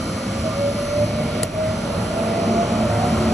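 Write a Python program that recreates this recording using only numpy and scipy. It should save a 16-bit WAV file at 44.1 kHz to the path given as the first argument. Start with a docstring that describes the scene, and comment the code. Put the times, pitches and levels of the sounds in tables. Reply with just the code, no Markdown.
"""A fan tone climbs over a swelling roar, with hums, thin whines and one sharp click.
A roaster's cooling fan winds up in a workshop: its blade tone passes through the casing's resonances,
its air sets ducts and panels booming. Motors hum, their speed drives whine. A hand turns a switch
near the phone, whose gain ducks briefly."""
import sys
import numpy as np
from scipy import signal
from scipy.fft import rfft, irfft
from scipy.io import wavfile
from scipy.ndimage import uniform_filter1d

SR = 44100
rng = np.random.default_rng(int(sys.argv[2]) if len(sys.argv) > 2 else 0)


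def persist_wave(psi):
    """Save psi, clipped to +-1, as 16-bit WAV."""
    counts = np.round(np.clip(psi, -1, 1) * 32767).astype(np.int16)
    wavfile.write(sys.argv[1], SR, np.atleast_2d(counts).T)


N = 146853
T = np.arange(N) / SR
F = np.arange(N // 2 + 1) * SR / N


def fan_tones():
    """The rising blade tone, and fainter tones that swell briefly: the fan's other tones meeting resonances,
    and a second motor's whine near 2.7 s."""
    # casing and room response to the blade tone: f/Hz, level/dB
    casing = [(515, -37), (531, -39), (539, -33), (558, -40), (561.5, -24), (568, -22), (571.5, -32),
              (575, -25), (579.5, -32), (584, -23), (591, -20), (593.5, -37), (602, -30), (607, -40),
              (614, -30), (620, -33), (627, -24), (633, -23), (640, -44), (656, -40), (663, -29),
              (670, -30), (673, -27), (682, -31), (686, -24), (689.5, -24), (692, -31), (706, -31),
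              (712, -27), (716, -35), (723, -42), (728, -31)]
    # other tones: peak t/s, 1/e half-width/s, ratio to blade tone, level/dB
    swells = [(.49, .07, 1.155, -33), (.48, .13, 2.15, -38), (1.23, .045, 1.275, -35),
              (1.95, .08, 1.44, -44), (2.2, .12, 1.285, -42), (2.73, .11, 1.222, -36),
              (3.0, .1, 1.285, -42), (3.05, .12, 1.07, -38), (3.2, .25, .5, -35), (1.9, .15, .875, -34)]
    start_hz, climb_hz_per_s, ease_hz_per_s2 = 520, 72, 5.9
    blade_hz = start_hz + climb_hz_per_s * T - ease_hz_per_s2 * T ** 2 / 2
    phase = 2 * np.pi * np.cumsum(blade_hz) / SR
    out = undb(read(casing, blade_hz) + 2.2 * walk(30)) * tone_pair(phase, wander_rad=.6, rate_hz=18)
    for peak_s, width_s, ratio, db in swells:
        swell = undb(db + 3.5 * walk(18)) * np.exp(-((T - peak_s) / width_s) ** 2)
        out += swell * tone_pair(phase * ratio, wander_rad=1.2, rate_hz=30)
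    return out


def air_roar():
    """Rushing air in half-octave bands that swell together, and drift and flicker alone."""
    # air noise density, relative: f/Hz, level/dB
    spectrum = np.array([(25, -37), (33, -45), (42, -8), (55, -17), (75, -4), (130, -7), (180, -4),
                         (250, -7), (300, -12.5), (430, -16.5), (520, -15.5), (650, -10.5), (800, -18.5),
                         (1000, -22), (1400, -20.5), (1600, -27), (2300, -25), (3700, -31), (4300, -28.5),
                         (6000, -32.5), (6500, -37.5), (7700, -34.5), (8500, -32.5), (9300, -39),
                         (10000, -28.5), (11000, -41.5), (12500, -56.5)])
    # roar contour: t/s, level/dB at each of contour_hz
    contour = np.array([(0.0, -32, -40, -35, -34), (0.23, -34.5, -35.5, -35.5, -34.5),
                        (0.56, -29.5, -42, -34, -34), (0.68, -32.5, -35, -37, -33.5),
                        (0.86, -31, -38, -36, -34), (1.2, -31.5, -36, -36, -34.5),
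                        (1.41, -30, -35, -34, -33), (1.64, -25.5, -36.5, -32.5, -34),
                        (1.79, -32, -33, -34, -35), (1.95, -28.5, -34, -32, -35),
                        (2.48, -33, -28.5, -32.5, -34), (2.88, -27, -33, -30.5, -32.5),
                        (2.99, -29, -34.5, -29, -32.5), (3.33, -28, -32.5, -29, -32)])
    contour_hz = (120, 350, 1200, 4000)
    change_db = contour[:, 1:] - contour[:, 1:].mean(0)
    colour = undb(np.interp(np.log(F + 1), np.log(spectrum[:, 0]), spectrum[:, 1]))
    colour *= undb(-24) / np.sqrt(np.mean(colour ** 2))
    out, swell_db = 0, 1.09 * walk(1.2)
    for hz in 25 * 2 ** np.arange(0, 9.1, .5):
        band = np.cos(np.pi / 2 * np.clip(2 * np.log2((F + 1) / hz), -1, 1))
        points_db = [np.interp(np.log(hz), np.log(contour_hz), row) for row in change_db]
        band_db = np.interp(T, contour[:, 0], points_db)
        drift_db = 1.2 * walk(4)
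        flicker_db = 1.18 / (1 + hz / 2500) * walk(12)
        out += undb(band_db + swell_db + drift_db + flicker_db) * noise(colour * band)
    return out


def duct_booms():
    """Air noise rings in narrow duct and panel resonances."""
    # resonances: f/Hz, width/Hz, start level/dB, slope/(dB/s)
    resonances = [(81.5, 4.8, -46, 0), (127.8, 6.4, -42, -1), (166, 47, -50.5, 6), (195.8, 13, -42, 1),
                  (248.7, 11, -49, 4.5), (287, 9.9, -60, 4.5), (321, 31, -42, -1.3), (471, 5.6, -45.5, 3),
                  (581.8, 14, -42, 3), (625.8, 6.3, -45, 3.5), (1187, 72, -43, -3.5),
                  (1382, 60, -47.5, 0.5)]
    out = 0
    for hz, width_hz, db, db_per_s in resonances:
        boom = noise(1 / (1 + (2 * (F - hz) / width_hz) ** 2))
        out += boom / boom.std() * undb(db + db_per_s * T)
    return out


def motor_tones():
    """Two motor hums and a high whine surge and sink; fainter speed-drive whines waver."""
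    # strongest hums and whine: f/Hz, phase wander/rad
    hums = [(106, 1.2), (223, .6), (10002, .9)]
    # their contours: t/s, level/dB of each
    hum_levels = np.array([(0.0, -37, -31, -45.5), (0.25, -38, -44, -45), (0.42, -34.5, -30, -48),
                           (0.82, -32.5, -45, -47), (0.88, -49, -62, -48), (1.03, -22.5, -25.5, -43.5),
                           (1.09, -41, -49, -46), (1.13, -30, -29.5, -52), (1.25, -58, -26, -45),
                           (1.33, -50, -35.5, -48), (1.7, -26.5, -43, -53), (1.84, -57, -26.5, -51),
                           (2.05, -23, -35, -42.5), (2.13, -47, -45, -45), (2.25, -42, -24.5, -44),
                           (2.44, -31, -45, -58), (2.47, -28, -24, -54), (2.6, -37, -24, -66),
                           (2.63, -32, -36, -63), (2.83, -36, -21, -63), (2.9, -26, -34, -66),
                           (3.07, -29, -29, -68), (3.14, -38, -18.5, -65), (3.21, -29, -26, -63),
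                           (3.28, -36, -19.5, -68), (3.33, -26, -22, -56)])
    # motor and drive whines: f/Hz, climb/(Hz/s), start level/dB, slope/(dB/s)
    whines = [(1976, 0, -57, 0), (2809, 0, -57, 0), (3076, 0, -56, 0), (3140, 0, -58, 0), (4074, 0, -59, 0),
              (4330, 0, -60, 0), (5050, 0, -56, 0), (5650, 65, -57, -.5), (2218, 0, -49, -2.5),
              (2945, 0, -57, 0), (4205, 0, -55, 0), (5938, 0, -57, 0), (6060, 0, -54, 0), (6176, 0, -62, 0),
              (6297, 0, -62, 0), (7162, 0, -61, -.7), (7940, 0, -56, 0), (8061, 0, -55, 0),
              (8179, 0, -63, 0), (9759, 0, -61, 0), (10096, 0, -60, 0), (11759, 0, -73, 0)]
    out = 0
    for column, (hz, wander_rad) in enumerate(hums, 1):
        level_db = read(hum_levels[:, [0, column]], T) + 1.5 * walk(14)
        out += undb(level_db) * tone_pair(2 * np.pi * hz * T, wander_rad, rate_hz=12)
    for hz, hz_per_s, db, db_per_s in whines:
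        level_db = db + db_per_s * T + 3 * walk(7)
        phase = 2 * np.pi * (hz + hz_per_s * T / 2) * T
        out += undb(level_db) * tone_pair(phase, wander_rad=.8, rate_hz=10)
    return out


def switch_click():
    """The snap and contact bounces ring the switch's modes; the panel rattles briefly."""
    # snap and bounces: t/s, level/dB
    snaps = [(1.4315, -13), (1.4320, 0), (1.4335, -5), (1.4342, -5), (1.4361, -10), (1.4371, -16),
             (1.4403, -18)]
    # switch modes: f/Hz, level/dB, t60/s
    modes = [(450, -21, .02), (1100, -17, .008), (1900, -14, .005), (3000, -12, .004), (4800, -6, .003),
             (6300, -13, .003), (7900, -8, .002), (8900, 7, .002), (10100, -9, .002)]
    rise_s, rattle_hz, rattle_t60_s = .0003, 8300, .13
    t = np.arange(SR // 10) / SR
    ring = sum(undb(db - 60 * t / t60_s) * np.sin(2 * np.pi * hz * t) for hz, db, t60_s in modes)
    ring *= np.minimum(t / rise_s, 1)
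    hits = np.zeros(N)
    for at_s, db in snaps:
        hits[int(at_s * SR)] = undb(db)
    after_s = T - snaps[1][0]  # from the hardest hit
    hiss = noise(1 / np.hypot(1, 2.2 * (F / rattle_hz - rattle_hz / (F + 1))))
    rattle = undb(-24 - 60 * np.maximum(after_s, 0) / rattle_t60_s) * (after_s > 0) * hiss
    return signal.fftconvolve(hits, ring)[:N] + rattle


def tone_pair(phase, wander_rad, rate_hz):
    """A tone of wandering phase, rms 1: rows are direct and, phase-shifted, from the room."""
    direct = phase + 2 * np.pi * rng.random() + wander_rad * walk(rate_hz)
    room = direct + 1.5 + .45 * walk(3)
    return np.sqrt(2) * np.sin([direct, room])


def walk(rate_hz):
    """Random steps, smoothed twice; spread near 1."""
    hold = max(int(SR / rate_hz), 2)
    steps = np.repeat(rng.standard_normal(N // hold + 1), hold)
    return 1.3 * uniform_filter1d(uniform_filter1d(steps, hold), hold)[:N]


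def noise(gain):
    """White noise of rms 1 through a gain per frequency."""
    return irfft(rfft(rng.standard_normal(N)) * gain, N)


def read(table, at):
    """Linear interpolation in a two-column table."""
    return np.interp(at, *np.array(table, float).T)


def undb(db):
    return 10 ** (np.asarray(db) / 20)


def scene():
    """Two microphone ports: the right hears the left's sound phase-shifted, mixed with room sound."""
    # right port's lag: f/Hz, phase/rad
    lag = [(0, 0), (250, -.03), (750, -.4), (1400, 0), (2200, .3), (2700, 1.), (3700, .6), (4200, 1.1),
           (4880, 3.14), (5800, 6.28), (6150, 6.28), (6500, 7.), (8000, 8.5), (8750, 9.42), (9550, 9.42),
           (10100, 10.3), (10900, 11.), (11300, 12.), (12500, 12.57)]
    # likeness of the ports: f/Hz, weight/(0-1)
    likeness = [(0, .9998), (170, .9995), (330, .985), (600, .85), (900, .6), (1300, .6), (1800, .93),
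                (2200, .87), (2500, .56), (3200, .2), (4200, .56), (4800, .84), (5200, .75), (5800, 1),
                (6150, 1), (6600, .82), (8000, .96), (8800, 1), (9200, .993), (9550, 1), (10100, .96),
                (11000, .6), (11700, .95)]
    # right port's gain: f/Hz, level/dB
    right_gain = [(150, 0), (700, .8), (1100, 2.5), (1700, .3), (5000, .6), (6000, 0)]
    click = switch_click()
    direct_tones, room_tones = fan_tones() + motor_tones()
    left = air_roar() + duct_booms() + direct_tones + click
    room = air_roar() + duct_booms() + room_tones + .5 * click
    hz = np.arange(N + 1) * SR / (2 * N)
    mirrored_fft = lambda x: rfft(np.concatenate([x, x[::-1]]))
    alike = read(likeness, hz)
    shared = mirrored_fft(left) * alike * np.exp(-1j * read(lag, hz))
    apart = mirrored_fft(room) * np.sqrt(1 - alike ** 2)
    right = irfft((shared + apart) * undb(read(right_gain, hz)))[:N]
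    return np.array([left, right])


def record(dry):
    """A sharp treble peak makes the phone's gain sink and recover; the top is cut."""
    threshold, duck_db, smooth_s, top_hz = .2, 5, .055, 12500
    treble = signal.sosfilt(signal.butter(2, 4000, "high", fs=SR, output="sos"), dry[0])
    over = (np.abs(treble) > threshold).astype(float)
    duck = np.minimum(uniform_filter1d(over, 441, origin=220) * 441, 1)  # 10 ms hold
    k = 1 / (smooth_s * SR)
    for _ in range(2):
        duck = signal.lfilter([k], [1, k - 1], duck)
    ducked = dry * undb(-duck_db * duck / max(duck.max(), .01))
    return signal.sosfilt(signal.ellip(10, .2, 80, top_hz, fs=SR, output="sos"), ducked)


dry = scene()
out = record(dry)
persist_wave(out)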